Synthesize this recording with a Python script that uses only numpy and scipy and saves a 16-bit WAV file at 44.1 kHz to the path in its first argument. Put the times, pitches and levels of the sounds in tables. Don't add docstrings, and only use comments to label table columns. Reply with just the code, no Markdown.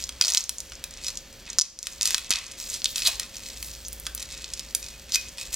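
import sys
import numpy as np
from scipy import signal
from scipy.fft import rfft, irfft
from scipy.io import wavfile
from scipy.ndimage import uniform_filter1d, minimum_filter1d

SR = 44100
rng = np.random.default_rng(int(sys.argv[2]) if len(sys.argv) > 2 else 0)


def generate_wav(sig):
    pcm = np.round(np.clip(np.atleast_2d(sig).T, -1, 1) * 32767).astype(np.int16)
    wavfile.write(sys.argv[1], SR, pcm)


N = 244755
TIME = np.arange(N) / SR


def undb(db):
    return 10 ** (np.asarray(db) / 20)


def unit(x):
    return x / np.sqrt(np.mean(x ** 2) + 1e-18)


def curves(table):
    s, *columns = np.transpose(table)
    return [np.interp(TIME, s, c) for c in columns]


def gain_at(hz, points):
    point_hz, db = np.transpose(points)
    return undb(np.interp(np.log(hz + 1e-9), np.log(point_hz), db))


def colour(x, points):
    hz = np.fft.rfftfreq(x.shape[-1], 1 / SR)
    return irfft(rfft(x) * gain_at(hz, points), x.shape[-1])


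def resonate(x, hz, width):
    w = 2 * np.pi * min(hz / SR, .45)
    a = np.sin(w) * abs(width) / 2
    section = np.array([a, 0, -a, 1 + a, -2 * np.cos(w), 1 - a]) / (1 + a)
    return signal.sosfilt([section] * 2, x + 1e-18)


def add(track, start_s, x):
    i = int(np.clip(start_s * SR, 0, N - 1))
    track[i:i + len(x)] += x[:N - i]


def slips(per_s, scatter_db):
    hit = rng.random(N) < per_s / SR
    size = np.minimum(rng.standard_normal(N), 1.6)
    sign = rng.choice([-1, 1], N)
    return hit * undb(scatter_db * size) * sign


def snaps(creases, flutter_s=0.0019, flutter_db=-1, crack_db=-27, edge_db=-11,
          table_db=-12, beam_db_per_db=0.32, beam_from_db=-14):
    direct, sent, t = np.zeros(N), np.zeros(N), TIME[:SR // 50]
    kick = 1. * (t == 0)
    for start_s, level_db, hz, width, sheet_db in creases:
        waves = rng.standard_normal(len(t)) * np.exp(-t / flutter_s) * (t > .0004)
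        crack = undb(crack_db) * unit(resonate(kick, 1770, 1.5))
        facet = unit(resonate(kick, hz, width)) + crack
        edge_hz = hz * 2 ** rng.uniform(-0.563, 0.45)
        edge = unit(resonate(waves, edge_hz, 0.067))
        sheet = unit(resonate(waves, hz, width + 0.34))
        snap = facet + undb(edge_db + sheet_db / 2) * edge + undb(sheet_db + flutter_db) * sheet
        table_delay_s = rng.uniform(0.00083, 0.0018)
        snap = snap + undb(table_db) * np.roll(snap, int(table_delay_s * SR))
        snap = undb(level_db) * snap / np.sqrt(20)
        add(direct, start_s, snap)
        beam_loss_db = beam_db_per_db * max(level_db - beam_from_db, 0)
        add(sent, start_s, snap * undb(-beam_loss_db))
    return direct, sent


def small_creases(swell, crinkle_db, bright, scatter_db=4.5, width=0.86, sheet_db=-9,
                  spread_octaves=0.26, octaves_per_bright=-0.01):
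    swell_per_s, slack_per_s = 40, 9.2
    gentle_crease_db, gentle_hz, gentle_crinkle_db = -32.5, 5610, -40.5
    growth_db_per_db = 0.6
    rows, count = [], 1000
    per_s = slack_per_s + swell * (swell_per_s - slack_per_s)
    for place, chance, loud, high, broad in rng.random((count, 5)):
        i = int(place * N)
        if chance < per_s[i] * N / SR / count:
            growth_db = growth_db_per_db * (crinkle_db[i] - gentle_crinkle_db)
            level_db = gentle_crease_db + growth_db + scatter_db * (2 * loud - 1)
            octaves = octaves_per_bright * bright[i] + spread_octaves * (2 * high - 1)
            rows.append((i / SR, level_db, gentle_hz * 2 ** octaves, width * (.5 + broad), sheet_db))
    return rows


def crinkle_swells(attack_s=.012, release_s=0.032, slack_bright_db_per_octave=7.5):
    # pulls of the hand, and the echo tail after the loud snaps near 1.6 s
    # start_s, length_s, level_db, brightness_db_per_octave
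    swells = [(0.005, 0.0096, -35.5, 2.5), (0.137, 0.054, -47, 2), (0.23, 0.16, -24.5, 3.5),
              (0.72, 0.025, -47.5, 1.5), (0.91, 0.095, -46, -3.5), (1.031, 0.061, -35, 1),
              (1.479, 0.013, -39, -5.5), (1.626, .03, -40.5, -6.5), (1.827, .11, -39.5, 3),
              (2.021, 0.16, -32, 2), (2.22, 0.075, -41, -4.5), (2.318, 0.077, -30.5, -5.5),
              (2.424, 0.13, -43.5, -2.5), (2.593, .15, -36, 4.5), (2.879, .03, -43.5, 11.5),
              (2.96, 0.16, -32.5, 1), (3.195, 0.037, -39, -4), (3.346, 0.198, -39, 2.5),
              (3.569, .22, -45.5, 5), (3.8, .25, -56, 13), (4.185, .04, -39.5, -2.5),
              (4.29, .17, -42, -1.5), (4.5, 0.15, -43.5, 0.5), (4.823, 0.1, -43.5, 2),
              (5.08, 0.19, -43.5, -1), (5.389, 0.064, -34, 1.5), (5.529, .02, -27.5, 5)]
    # time_s, level_db
    slack = [(0, -55), (1.4, -56), (2.9, -50.5), (5.55, -52)]
    power = undb(curves(slack)[0]) ** 2
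    swell, bright = np.zeros(N), power * slack_bright_db_per_octave
    for start_s, length_s, level_db, bright_db in swells:
        rise = np.minimum(TIME - start_s, 0) / attack_s
        fall = np.maximum(TIME - start_s - length_s, 0) / release_s
        envelope = np.exp(rise - fall)
        share = (undb(level_db) * envelope) ** 2
        swell = np.maximum(swell, envelope)
        power = power + share
        bright = bright + share * bright_db
    return swell, 10 * np.log10(power), bright / power


def crinkle(level_db, bright, per_s=750, scatter_db=1.0, patchy_db=2.5):
    # frequency_hz, density_db_per_hz
    film = [(400, -53), (900, -15), (1800, -10.5), (3000, -2), (4200, -4), (6200, -2), (9000, -18),
            (12500, -11.5), (16000, -26)]
    ticks, out = slips(per_s, scatter_db), 0
    flutter = rng.standard_normal(256) * np.exp(-TIME[:256] / .0009)
    ticks = ticks + 0.33 * signal.fftconvolve(ticks * rng.standard_normal(N), flutter)[:N]
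    for k, hz in enumerate(np.geomspace(600, 14000, 9)):
        patchy = undb(patchy_db * rng.standard_normal(N))
        band = unit(resonate(ticks * patchy, hz, 0.82))
        weight = gain_at(hz, film) * np.sqrt(hz / 12000)
        tilt = undb(bright * np.clip(np.log2(hz / 5000), -1, 2))
        out = out + (-1) ** k * band * weight * tilt
    return out * undb(level_db)


def rips(per_s=3500, scatter_db=4):
    # climax_s, swell_s, fade_s, level_db, pitch_hz, width_per_pitch
    runs = [(.25, 0.023, 0.088, -36.5, 930, 2.5), (.285, 0.0029, 0.013, -15.5, 4860, 1.2),
            (1.075, 0.018, 0.013, -35, 5370, 0.88), (2.057, 0.0031, 0.017, -23.5, 5630, 1.45),
            (2.744, 0.018, 0.022, -30, 5200, 1.3), (2.857, 0.0016, 0.0018, -15.5, 5160, 1.13),
            (2.975, 0.012, 0.046, -32, 6640, 3.35), (3.062, 0.0048, 0.0059, -17, 4000, 0.31),
            (3.074, 0.013, 0.013, -19, 5650, 2.5), (3.085, 0.012, 0.016, -40, 990, 0.9),
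            (3.67, 0.06, 0.021, -40, 12200, 2.5), (3.865, 0.0097, 0.0047, -34, 6270, 0.19),
            (5.148, 0.011, 0.0028, -19, 5160, 0.85), (5.158, 0.0026, 0.00294, -15, 5570, 1.2),
            (5.152, 0.012, 0.0092, -27, 12400, 0.66)]
    out, ticks = np.zeros(N), slips(per_s, scatter_db)
    for climax_s, swell_s, fade_s, level_db, hz, width in runs:
        near = abs(TIME - climax_s) < .1
        t = TIME[near] - climax_s
        envelope = np.exp(-abs(t / np.where(t < 0, swell_s, fade_s)))
        out[near] += undb(level_db) * unit(resonate(ticks[near], hz, width)) * envelope
    return out


def card(knock_s=0.0045, focus_db_per_octave=30, buzz=0.37, thud_db=-14, thud_s=0.00044):
    # start_s, knock_db, ring_db, best_mode_hz
    jolts = [(0.211, -20, -27, 2500), (1.586, -27, -60, 1500), (2.145, -21.5, -44, 1800),
             (2.306, -30, -36, 1140), (3.078, -32, -32.5, 2500), (4.065, -34, -40, 1632),
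             (4.829, -68, -45.5, 2500), (4.937, -70, -47, 2550), (5.157, -47, -25.5, 2540),
             (5.254, -65, -46, 2470), (5.385, -61, -41, 2500)]
    # pitch_hz, level_db, t60_s
    metal = [(900, -5, .2), (1150, -1, .2), (1550, -2, .22), (1660, -5, .13), (1810, -7, .2),
             (2400, -15, .1), (2503, 1, .16), (2545, -11, .08), (4247, -4, .25)]
    # frequency_hz, density_db_per_hz
    board = [(40, 38), (150, -30), (400, -1), (700, -29.5), (1100, 26.5), (2000, 29), (4000, -50)]
    out, t = np.zeros(N), TIME[:SR // 2]
    for start_s, knock_db, ring_db, best_hz in jolts:
        knock = unit(colour(rng.standard_normal(len(t)), board)) * np.exp(-t / knock_s)
        knock = knock + undb(thud_db) * t / thud_s * np.exp(1 - t / thud_s)
        ring = 0
        for hz, mode_db, t60_s in metal:
            shiver = 1 + buzz * unit(resonate(rng.standard_normal(len(t)), 61, 1))
            tone = shiver * np.sin(2 * np.pi * hz * t) * np.exp(-np.log(1000) * t / t60_s)
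            off_db = focus_db_per_octave * abs(np.log2(hz / best_hz))
            ring = ring + undb(mode_db - off_db) * tone
        add(out, start_s, undb(knock_db) * knock + undb(ring_db) * ring)
    return out


def low_drone(waver=0.27):
    # time_s, pitch_hz, level_db
    drone = [(0, 62.1, -49.5), (2.9, 60.2, -68), (3.15, 51.05, -50), (3.35, 54.2, -62), (3.55, 56.3, -48),
             (3.95, 54.15, -45.5), (4.3, 57.3, -50), (4.7, 52.6, -49.5), (5.1, 55.9, -56),
             (5.55, 53, -49.5)]
    hz, level_db = curves(drone)
    wobble = unit(resonate(rng.standard_normal(N), 6.3, 2.5))
    tone = np.sin(2 * np.pi * np.cumsum(hz) / SR)
    return undb(level_db) * unit(tone * (1 + waver * wobble))


def room(x, early_db=-11, early_s=0.0099, late_db=-12, t60_s=0.45):
    # frequency_hz, gain_db
    walls = [(100, -9), (1000, 9), (4000, 1.5), (8000, -3), (16000, 5)]
    t = TIME[:SR * 3 // 4]
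    early = rng.standard_normal(len(t)) ** 3 * np.exp(-t / early_s) * (t > .0015)
    late = rng.standard_normal(len(t)) * np.exp(-np.log(1000) * t / t60_s) * np.minimum(t / 0.0021, 1)
    echo = (undb(early_db) * unit(early) + undb(late_db) * unit(late)) / np.sqrt(len(t))
    return signal.fftconvolve(x, colour(echo, walls))[:N]


def background(air_db=-48.5):
    # frequency_hz, density_db_per_hz
    air = [(20, -13), (36, 3), (62, -1), (85, -7), (140, -10), (300, -14), (560, -16), (1000, -23),
           (2500, -17), (4500, -19.5), (6500, -22.5), (9000, -33), (15000, -32)]
    # pitch_hz, level_db
    hum_tones = [(226, -67.5), (538.5, -63), (587, -72), (980, -75), (1739, -71.5), (3278, -64),
                 (4457, -63.5), (4748, -68), (5728, -68.5), (6072, -71)]
    hum = sum(undb(db) * unit(np.sin(2 * np.pi * (hz * TIME + rng.random()))) for hz, db in hum_tones)
    return undb(air_db) * unit(colour(rng.standard_normal(N), air)) + hum


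def scene(side_db=-2.5, card_room_db=-7):
    # start_s, level_db (over 1 ms), pitch_hz, width_per_pitch, sheet_flutter_db
    big_creases = [(0.0398, -19.5, 5600, 0.55, -5.5), (0.092, -23.5, 4700, 1.6, -1),
                   (0.212, -2, 4880, 0.64, 1.5), (0.2223, -12, 4200, 0.91, 5), (0.2399, -9, 4530, 0.3, -15),
                   (0.2487, -8.5, 4870, 0.39, -17), (0.2567, -9.5, 5130, 0.53, -19.5),
                   (0.2699, -13, 5350, 0.5, -15), (0.282, -5.5, 5750, 0.41, -20),
                   (0.3024, -11, 6000, 0.81, -2), (0.3212, -9, 5600, 0.51, -14),
                   (0.337, -8, 6100, 0.4, -21), (0.3483, -1.5, 4950, 1.5, -28),
                   (0.3725, -4, 4940, 0.91, -1.5), (0.379, -4, 6050, 0.33, -22),
                   (0.4074, -14.5, 6240, 0.35, -12), (0.4399, -18, 6540, 0.51, -7),
                   (0.4938, -9, 6640, 1.9, -10), (0.5838, -20, 6840, 0.47, -13.5),
                   (0.604, -20.5, 6500, 0.92, -18), (0.7208, -31, 3170, 2, -4),
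                   (0.8404, -21.5, 5700, 2.5, -4), (1.0456, -26, 5100, 1.2, -1),
                   (1.0673, -21, 5530, 0.31, -22), (1.083, -22, 5280, 1.05, 2.5),
                   (1.1553, -31, 6140, 0.68, -14), (1.1728, -24, 6140, 0.51, 2),
                   (1.5015, -23, 6270, 0.28, -4), (1.5314, -28.5, 5400, 1, -4), (1.586, 0, 5800, 0.5, -18),
                   (1.5904, 1.5, 5700, 0.73, -15), (1.598, -3.5, 5660, 0.43, -15),
                   (1.6121, -2, 5450, 0.48, -19), (1.6172, -2, 5950, 0.35, -7.5),
                   (1.621, -11, 5670, 0.45, -14), (1.7898, -18, 6000, 0.68, -26),
                   (1.8293, -17.5, 6040, 0.62, -13), (1.87, -14.5, 4700, 2, -25),
                   (2.0115, -15, 4670, 1.07, -4), (2.0213, -15.5, 6600, 0.53, -17),
                   (2.0301, -12.5, 6170, 0.67, -21.5), (2.0559, -12.5, 5540, 1.55, -4),
                   (2.075, -14, 6240, 1.5, -12), (2.1072, -16, 5050, 2.4, -6),
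                   (2.1456, -6, 4770, 1.28, -11), (2.181, -19, 4700, 2.2, -0.5),
                   (2.3065, -5, 6040, 1.35, -11), (2.3115, -11, 5440, 1.5, -21),
                   (2.316, -10.5, 3600, 1.6, -19), (2.3254, -13.5, 3820, 1.06, -2),
                   (2.337, -12.5, 4120, 0.85, -25), (2.3578, -14, 4230, 0.8, -15),
                   (2.7, -22, 7300, 0.33, -16), (2.819, -25.5, 4170, 0.87, -10),
                   (2.8443, -11, 5610, 1.13, -15), (2.858, -11.5, 3720, 0.49, -23),
                   (2.9591, -18.5, 5130, 0.95, 0), (2.9816, -18.5, 4340, 0.81, -13),
                   (3.021, -18.5, 4000, 0.88, -3), (3.072, -11, 4700, 0.45, 0),
                   (3.1977, -16.5, 5840, 1.8, -3), (3.368, -30, 5720, 0.57, 3.5),
                   (3.6274, -25, 7240, 3.9, 1), (3.8834, -25.5, 8980, 1.4, -11),
                   (3.9296, -27, 11300, 2.4, -3), (3.999, -28.5, 12000, 1.2, -13),
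                   (4.067, -22, 4530, 1.6, 2), (4.1497, -20, 11700, 1.75, -10),
                   (4.1782, -28.5, 5155, 1.61, -4), (4.2022, -31.5, 6900, 2.3, -1),
                   (4.2268, -25, 5670, 1.2, -1), (4.3201, -32, 5240, 0.53, -17),
                   (4.4434, -23.5, 4100, 0.8, -26.5), (4.5364, -23, 5740, 0.64, 2),
                   (4.5946, -22.5, 5400, 1.06, -3), (4.7495, -11.5, 7740, 1.34, -0.5),
                   (4.8282, -28, 5630, 0.84, -5.5), (5.1214, -18.5, 5040, 0.72, -14),
                   (5.1465, -12.5, 5194, 0.78, -2.5), (5.1566, -14, 5500, 0.75, -26),
                   (5.3831, -29, 3880, 1.3, 1), (5.5431, -16.5, 7100, 0.59, -19)]
    # frequency_hz, side_gain_db
    spread = [(1200, -7), (2000, -34), (3000, -3.5), (7000, -0.5), (15000, -1)]
    swell, crinkle_db, bright = crinkle_swells()
    rustle, jolts = crinkle(crinkle_db, bright) + rips(), card()
    steady = low_drone() + background()
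    direct, sent = snaps(big_creases + small_creases(swell, crinkle_db, bright))
    into_room = sent + rustle + undb(card_room_db) * jolts
    sound = direct + rustle + jolts + room(into_room) + steady
    late = np.append(0, sound[:-1])
    treble = signal.butter(2, 4500, "high", fs=SR, output="sos")
    diffuse = signal.sosfilt(treble, room(into_room))
    mid = (late + sound) / 2
    side = colour((late - sound) / 2 + undb(side_db) * diffuse, spread)
    return np.array([mid + side, mid - side])


def record(dry, limit_db=-8.5, recover_db_per_s=36, top_hz=16000):
    ms, hold = SR // 1000, SR // 8
    power = signal.lfilter(np.ones(ms) / ms, 1, np.mean(dry ** 2, axis=0))
    over_db = np.maximum(10 * np.log10(power + 1e-12) - limit_db, 0)
    held_db = -minimum_filter1d(-over_db, size=hold, origin=(hold - 1) // 2)
    creep_db = recover_db_per_s * TIME
    duck_db = np.maximum.accumulate(held_db + creep_db) - creep_db
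    duck_db = uniform_filter1d(duck_db, size=ms)
    clipped = np.clip(dry * undb(-duck_db), -1, 1)
    return signal.sosfilt(signal.ellip(8, .2, 70, top_hz, fs=SR, output="sos"), clipped)


dry = scene()
out = record(dry)
generate_wav(out)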